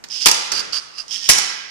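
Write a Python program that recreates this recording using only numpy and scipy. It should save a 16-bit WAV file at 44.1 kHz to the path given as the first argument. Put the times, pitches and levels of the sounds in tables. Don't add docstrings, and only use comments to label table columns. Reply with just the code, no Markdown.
import sys
import numpy as np
from scipy import signal
from scipy.fft import rfft, irfft
from scipy.io import wavfile
from scipy.ndimage import uniform_filter1d

SR = 44100
rng = np.random.default_rng(int(sys.argv[2]) if len(sys.argv) > 2 else 0)


def master(y):
    cut = np.clip(np.atleast_2d(y).T, -1, 1)
    pcm = np.round(cut * 32767)
    wavfile.write(sys.argv[1], SR, pcm.astype(np.int16))


N = 74970
T = np.arange(N) / SR
HZ = np.maximum(np.fft.rfftfreq(2 * N, 1 / SR), 1)

# (time [s], level [dB], body relative to that level [dB], contact ring [Hz])
ARM_SLAPS = [(.2582, 2.5, 1.5, 4960), (.2632, -1.5, 4.5, 5600), (.268, 2, -7.5, 4770),
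             (.2715, -1.5, -8, 4900), (.284, -4.5, -2, 5050), (.2875, -11.5, 8, 5200),
             (.296, -12, -24, 5340), (.3132, -4.5, -9, 5350), (.3157, -5.5, -9.5, 5250),
             (.3445, -14.5, -5, 5140), (1.2898, 4, -11.5, 5480), (1.2932, 4.5, -1.5, 5350),
             (1.298, 4.5, -10, 5430), (1.304, -1.5, -13, 5470), (1.308, -8, -16, 5570),
             (1.3118, -8, -8, 5800), (1.3145, -6, -12, 5430), (1.3205, -8, -2.5, 5240),
             (1.3345, -7.5, -16, 5200), (1.383, -9, -4.5, 5600), (1.3865, -12.5, -0.5, 5400)]
SLACK_CLICKS = [(.0395, -31, 4, 4730), (.0425, -39.5, 8.5, 5400), (.087, -38.5, -5, 5260),
                (.5182, -15.5, -12, 5160), (.5215, -15.5, -1, 5230), (.597, -26, 2, 5400),
                (1.081, -34.5, -12, 5570)]
# (frequency [Hz], level [dB], t60 [s])
FRAME_MODES = [(474, 1, 0.039), (849, 1, 0.15), (968, -2.5, 0.054), (1280, -2.5, 0.11), (1813, -1, 0.045),
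               (2279, 3.5, 0.076), (2483, -5.5, 0.078), (2677, 2, 0.07), (3008, -5, 0.079),
               (3780, -1, 0.074), (4576, 3, .08)]
# (frequency [Hz], level [dB], t60 [s], rocking [0-1])
TABLE_MODES = [(33.8, -18, 0.018, 0.74), (106.6, -8, 0.19, 0.45), (222, -3, 0.1, 0.69),
               (327, -12, 0.019, 0.8)]
# (frequency [Hz], level [dB])
KNOCK_SPECTRUM = [(30, -60), (100, -22), (260, 2.5), (600, -1.5), (1000, 1), (2500, -2), (4000, 3.5),
                  (8000, -12.5), (16000, -3.5)]
CRACK_SPECTRUM = [(100, -16), (1000, -11.5), (2500, -1.5), (4500, -2.5), (7000, -9.5), (10000, 4),
                  (14000, -12.5), (16000, -7)]
# (time [s], level [dB])
SWING_RUNS = [
    [(.098, -37), (.108, -31), (.131, -27), (.156, -23.5), (.198, -27), (.222, -17), (.243, -22.5),
     (.257, -18.5)],
    [(1.08, -38.5), (1.104, -35), (1.11, -25.5), (1.138, -22), (1.17, -25.5), (1.198, -31), (1.24, -27),
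     (1.256, -22.5), (1.288, -29)],
]
REWIND_RUNS = [
    [(.52, -21), (.533, -20), (.565, -18), (.575, -23.5), (.579, -14), (.586, -18.5), (.606, -19),
     (.622, -37)],
    [(.724, -27), (.7325, -18.5), (.75, -18.5), (.768, -18), (.782, -21), (.8, -32)],
    [(.935, -44), (.972, -37), (.985, -24.5), (1.002, -27), (1.022, -34), (1.036, -47)],
]
# (frequency [Hz], level [dB])
SWING_SPECTRUM = [(100, -30), (300, -10.5), (600, -29), (1400, -20), (2300, -16), (3100, -3), (4000, -7),
                  (5000, -3.5), (5900, -7), (7200, -19), (10000, -14.5), (15000, -27.5)]
REWIND_SPECTRUM = [(100, -28), (400, -19), (650, -23.5), (1250, -6.5), (2100, -18.5), (2900, -11.5),
                   (3700, -11), (4750, -4), (5600, -9.5), (7200, -22), (10000, -12.5), (15000, -34)]
# (upper frequency [Hz], upper level [dB], lower frequency [Hz], lower width [Hz], lower level [dB])
SWING_RESONANCES = [(5030, 13, 3000, 620, -1), (5300, 8.5, 3270, 240, 4)]
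REWIND_RESONANCES = [(4660, 13.4, 2800, 330, 3), (4730, 15.8, 2980, 460, 9.9), (4890, 14, 2720, 120, 20.3)]
# (time [s], level [dB])
WHINE_LEVELS = [(1.115, -86), (1.135, -72), (1.165, -42), (1.19, -68), (1.225, -48), (1.265, -48),
                (1.285, -60)]
# (time [s], level [dB])
DRAG_LEVELS = [(.49, -45), (.535, -32.5), (.62, -34), (.68, -38), (.74, -42), (.8, -43)]
# (frequency [Hz], level [dB])
DRAG_SPECTRUM = [(50, -16), (150, -0.5), (480, 5), (900, -14), (1450, 3), (2000, -5), (4000, -7),
                 (10000, -65)]
ECHO_SPECTRUM = [(40, -19), (150, -4), (500, -2.5), (1500, -2), (2500, -3.5), (5000, -4), (8000, -6),
                 (14000, -7)]
ROOM_TONE_SPECTRUM = [(25, -16), (90, -13), (180, -4), (450, -8.5), (1500, -13.5), (5300, -29.5),
                      (9000, -30), (14000, -33)]
# (frequency [Hz], t60 [s])
ECHO_DECAY = [(100, 0.35), (300, 0.93), (800, 0.86), (1800, 1.35), (5000, 0.89), (8000, 0.5),
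              (14000, -0.17)]
# (frequency [Hz], gain [dB])
LEFT_RESPONSE = [(100, 1), (1100, 3), (2300, -1), (3500, -2.5), (5000, -5), (7000, 4), (10000, -3.5),
                 (15000, -4)]
RIGHT_RESPONSE = [(100, 2), (1100, -0.5), (2300, 4), (4000, -1), (4900, 6), (6000, 7), (7500, 6),
                  (15000, -22)]
MID_RESPONSE = [(30, 1), (70, -5.5), (140, -9), (300, -11), (600, -3.5), (1200, -1.5), (15000, 1.5)]

FRAME_DB, KNOCK_DB, CRACK_DB, RING_DB, TICK_DB, THUD_DB = -21, -5, -3, -3.5, 1, -25
KNOCK_T60_S, CRACK_T60_S, RING_T60_S, TICK_T60_S = .043, .024, .02, .0084
SOFT_DULLING = .64
TOOTH_JITTER, TOOTH_SCATTER_DB, TOOTH_SCRAPE_S = .2, 1.5, .003
RUB_DB, SHAFT_HZ, SHAFT_DB = -2, 120, 1


def strikes(contacts, frame_modes):
    out = np.zeros((2, N))
    knock, crack = noise(KNOCK_SPECTRUM), noise(CRACK_SPECTRUM)
    thud = sum(undb(level) * np.sin(2 * np.pi * hz * T) * fade(T, t60) * np.array([[1], [1 - 2 * rock]])
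               for hz, level, t60, rock in TABLE_MODES)
    for start, db, body_db, ring_hz in contacts:
        first = int(start * SR)
        t = T[:min(N - first, N // 5)]
        span = slice(first, first + len(t))
        ring = unit(resonate(rng.standard_normal((2, N // 5)), ring_hz, width_hz=880))[:, :len(t)]
        phases = rng.uniform(0, 2 * np.pi, (len(frame_modes), 2, 1))
        detunes = 1 + .002 * rng.standard_normal(len(frame_modes))
        frame = sum(undb(level) * np.sin(2 * np.pi * hz * detune * t + phase) * fade(t, t60)
                    for (hz, level, t60), phase, detune in zip(frame_modes, phases, detunes))
        body = undb(FRAME_DB) * frame + undb(KNOCK_DB) * knock[:, span] * fade(t, KNOCK_T60_S)
        edge = undb(CRACK_DB + SOFT_DULLING * db) * crack[:, span] * fade(t, CRACK_T60_S)
        edge += undb(RING_DB) * ring * fade(t, RING_T60_S)
        edge *= 1 + undb(TICK_DB) * fade(t, TICK_T60_S)
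        out[:, span] += undb(db) * (edge + undb(body_db) * body + undb(THUD_DB) * thud[:, :len(t)])
    return out


def gears(runs, resonances, spectrum, teeth_hz, db):
    timing, force = rng.standard_normal((N // 40, 2)).T
    onsets = ((np.arange(len(timing)) + TOOTH_JITTER * timing) / teeth_hz * SR).astype(int)
    inside = (onsets >= 0) & (onsets < N)
    teeth = np.bincount(onsets[inside], undb(TOOTH_SCATTER_DB * np.clip(force[inside], -2, 2)), N)
    pressure = unit(np.convolve(teeth, np.hanning(int(TOOTH_SCRAPE_S * SR)), "same")) + undb(RUB_DB)
    shaft_swell = undb(SHAFT_DB * np.sin(2 * np.pi * SHAFT_HZ * T))
    scrape = pressure * rng.standard_normal((2, N)) * shaft_swell
    scrape = scrape + undb(-15.5) * scrape[::-1]
    rattle = colour(scrape, spectrum)
    near = far = 0
    for run, (upper_hz, upper_db, lower_hz, lower_width_hz, lower_db) in zip(runs, resonances):
        upper = undb(upper_db) * resonate(rattle, upper_hz, width_hz=320)
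        lower = undb(lower_db) * resonate(rattle, lower_hz, lower_width_hz)
        ringing = (upper + lower) / 2
        gain = swell(run) * undb(db) / np.std(rattle + ringing)
        near += gain * (rattle + ringing)
        far += gain * (rattle + undb(-32) * ringing)
    return np.array([near, far])


def motor_whine(pitch_hz=1835, wobble_hz=14):
    hz = pitch_hz + wobble_hz * unit(uniform_filter1d(rng.standard_normal(N), size=400))
    return np.sin(2 * np.pi * np.cumsum(hz) / SR) * swell(WHINE_LEVELS)


def bait_drag():
    return noise(DRAG_SPECTRUM) * swell(DRAG_LEVELS)


def room_echo(x, build_s=.008):
    octaves_hz = 62.5 * 2 ** np.arange(9)
    spectrum = rfft(rng.standard_normal((2, N)), 2 * N)
    tail = 0
    for hz, share in zip(octaves_hz, np.eye(len(octaves_hz))):
        envelope = fade(T, along(ECHO_DECAY, hz)) * (1 - np.exp(-T / build_s))
        band = irfft(spectrum * np.interp(np.log(HZ), np.log(octaves_hz), share))[:, :N]
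        tail += band * envelope / np.sqrt(np.sum(envelope ** 2))
    return signal.fftconvolve(x, colour(tail, ECHO_SPECTRUM), axes=1)[:, :N]


def room_tone():
    return undb(-50) * noise(ROOM_TONE_SPECTRUM)


def undb(db):
    return 10 ** (np.asarray(db) / 20)


def unit(x):
    return x / np.sqrt(np.mean(x ** 2))


def along(points, hz):
    frequencies, values = np.array(points).T
    return np.interp(np.log(hz), np.log(frequencies), values)


def colour(x, points):
    cepstrum = irfft(np.log(undb(along(points, HZ))))
    cepstrum[1:N] *= 2
    cepstrum[N + 1:] = 0
    return irfft(rfft(x, 2 * N) * np.exp(rfft(cepstrum)))[..., :N]


def noise(points):
    return unit(colour(rng.standard_normal((2, N)), points))


def resonate(x, hz, width_hz):
    return signal.lfilter(*signal.iirpeak(hz, hz / width_hz, fs=SR), x)


def fade(t, t60):
    return np.exp(-np.log(1000) * t / max(t60, .001))


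def swell(points):
    return undb(np.interp(T, *np.array(points).T, left=-np.inf, right=-np.inf))


def pan(db):
    return undb(np.array([[db], [-db]]) / 2)


def scene():
    slaps = strikes(ARM_SLAPS, FRAME_MODES)
    clicks = strikes(SLACK_CLICKS, frame_modes=[])
    swings = gears(SWING_RUNS, SWING_RESONANCES, SWING_SPECTRUM, teeth_hz=500.3, db=-5) + motor_whine()
    rewinds = gears(REWIND_RUNS, REWIND_RESONANCES, REWIND_SPECTRUM, teeth_hz=355.2, db=-5.5)
    motor_near, motor_far = swings + rewinds
    echo = room_echo(undb(-6.5) * slaps + motor_far + clicks)
    direct = slaps * pan(db=-4.5) + clicks * pan(db=-7) + motor_near * pan(db=-6.5)
    return direct + bait_drag() + echo + room_tone()


def record(dry):
    mid = colour((dry[0] + dry[1]) / 2, MID_RESPONSE)
    side = (dry[0] - dry[1]) / 2
    pair = np.array([colour(mid + side, LEFT_RESPONSE), colour(mid - side, RIGHT_RESPONSE)])
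    ceiling, top_hz = .84, 14900
    overloaded = ceiling * np.tanh(pair / ceiling)
    steep_lowpass = signal.ellip(8, .2, 60, top_hz, fs=SR, output="sos")
    return signal.sosfilt(steep_lowpass, overloaded)


dry = scene()
out = record(dry)
master(out)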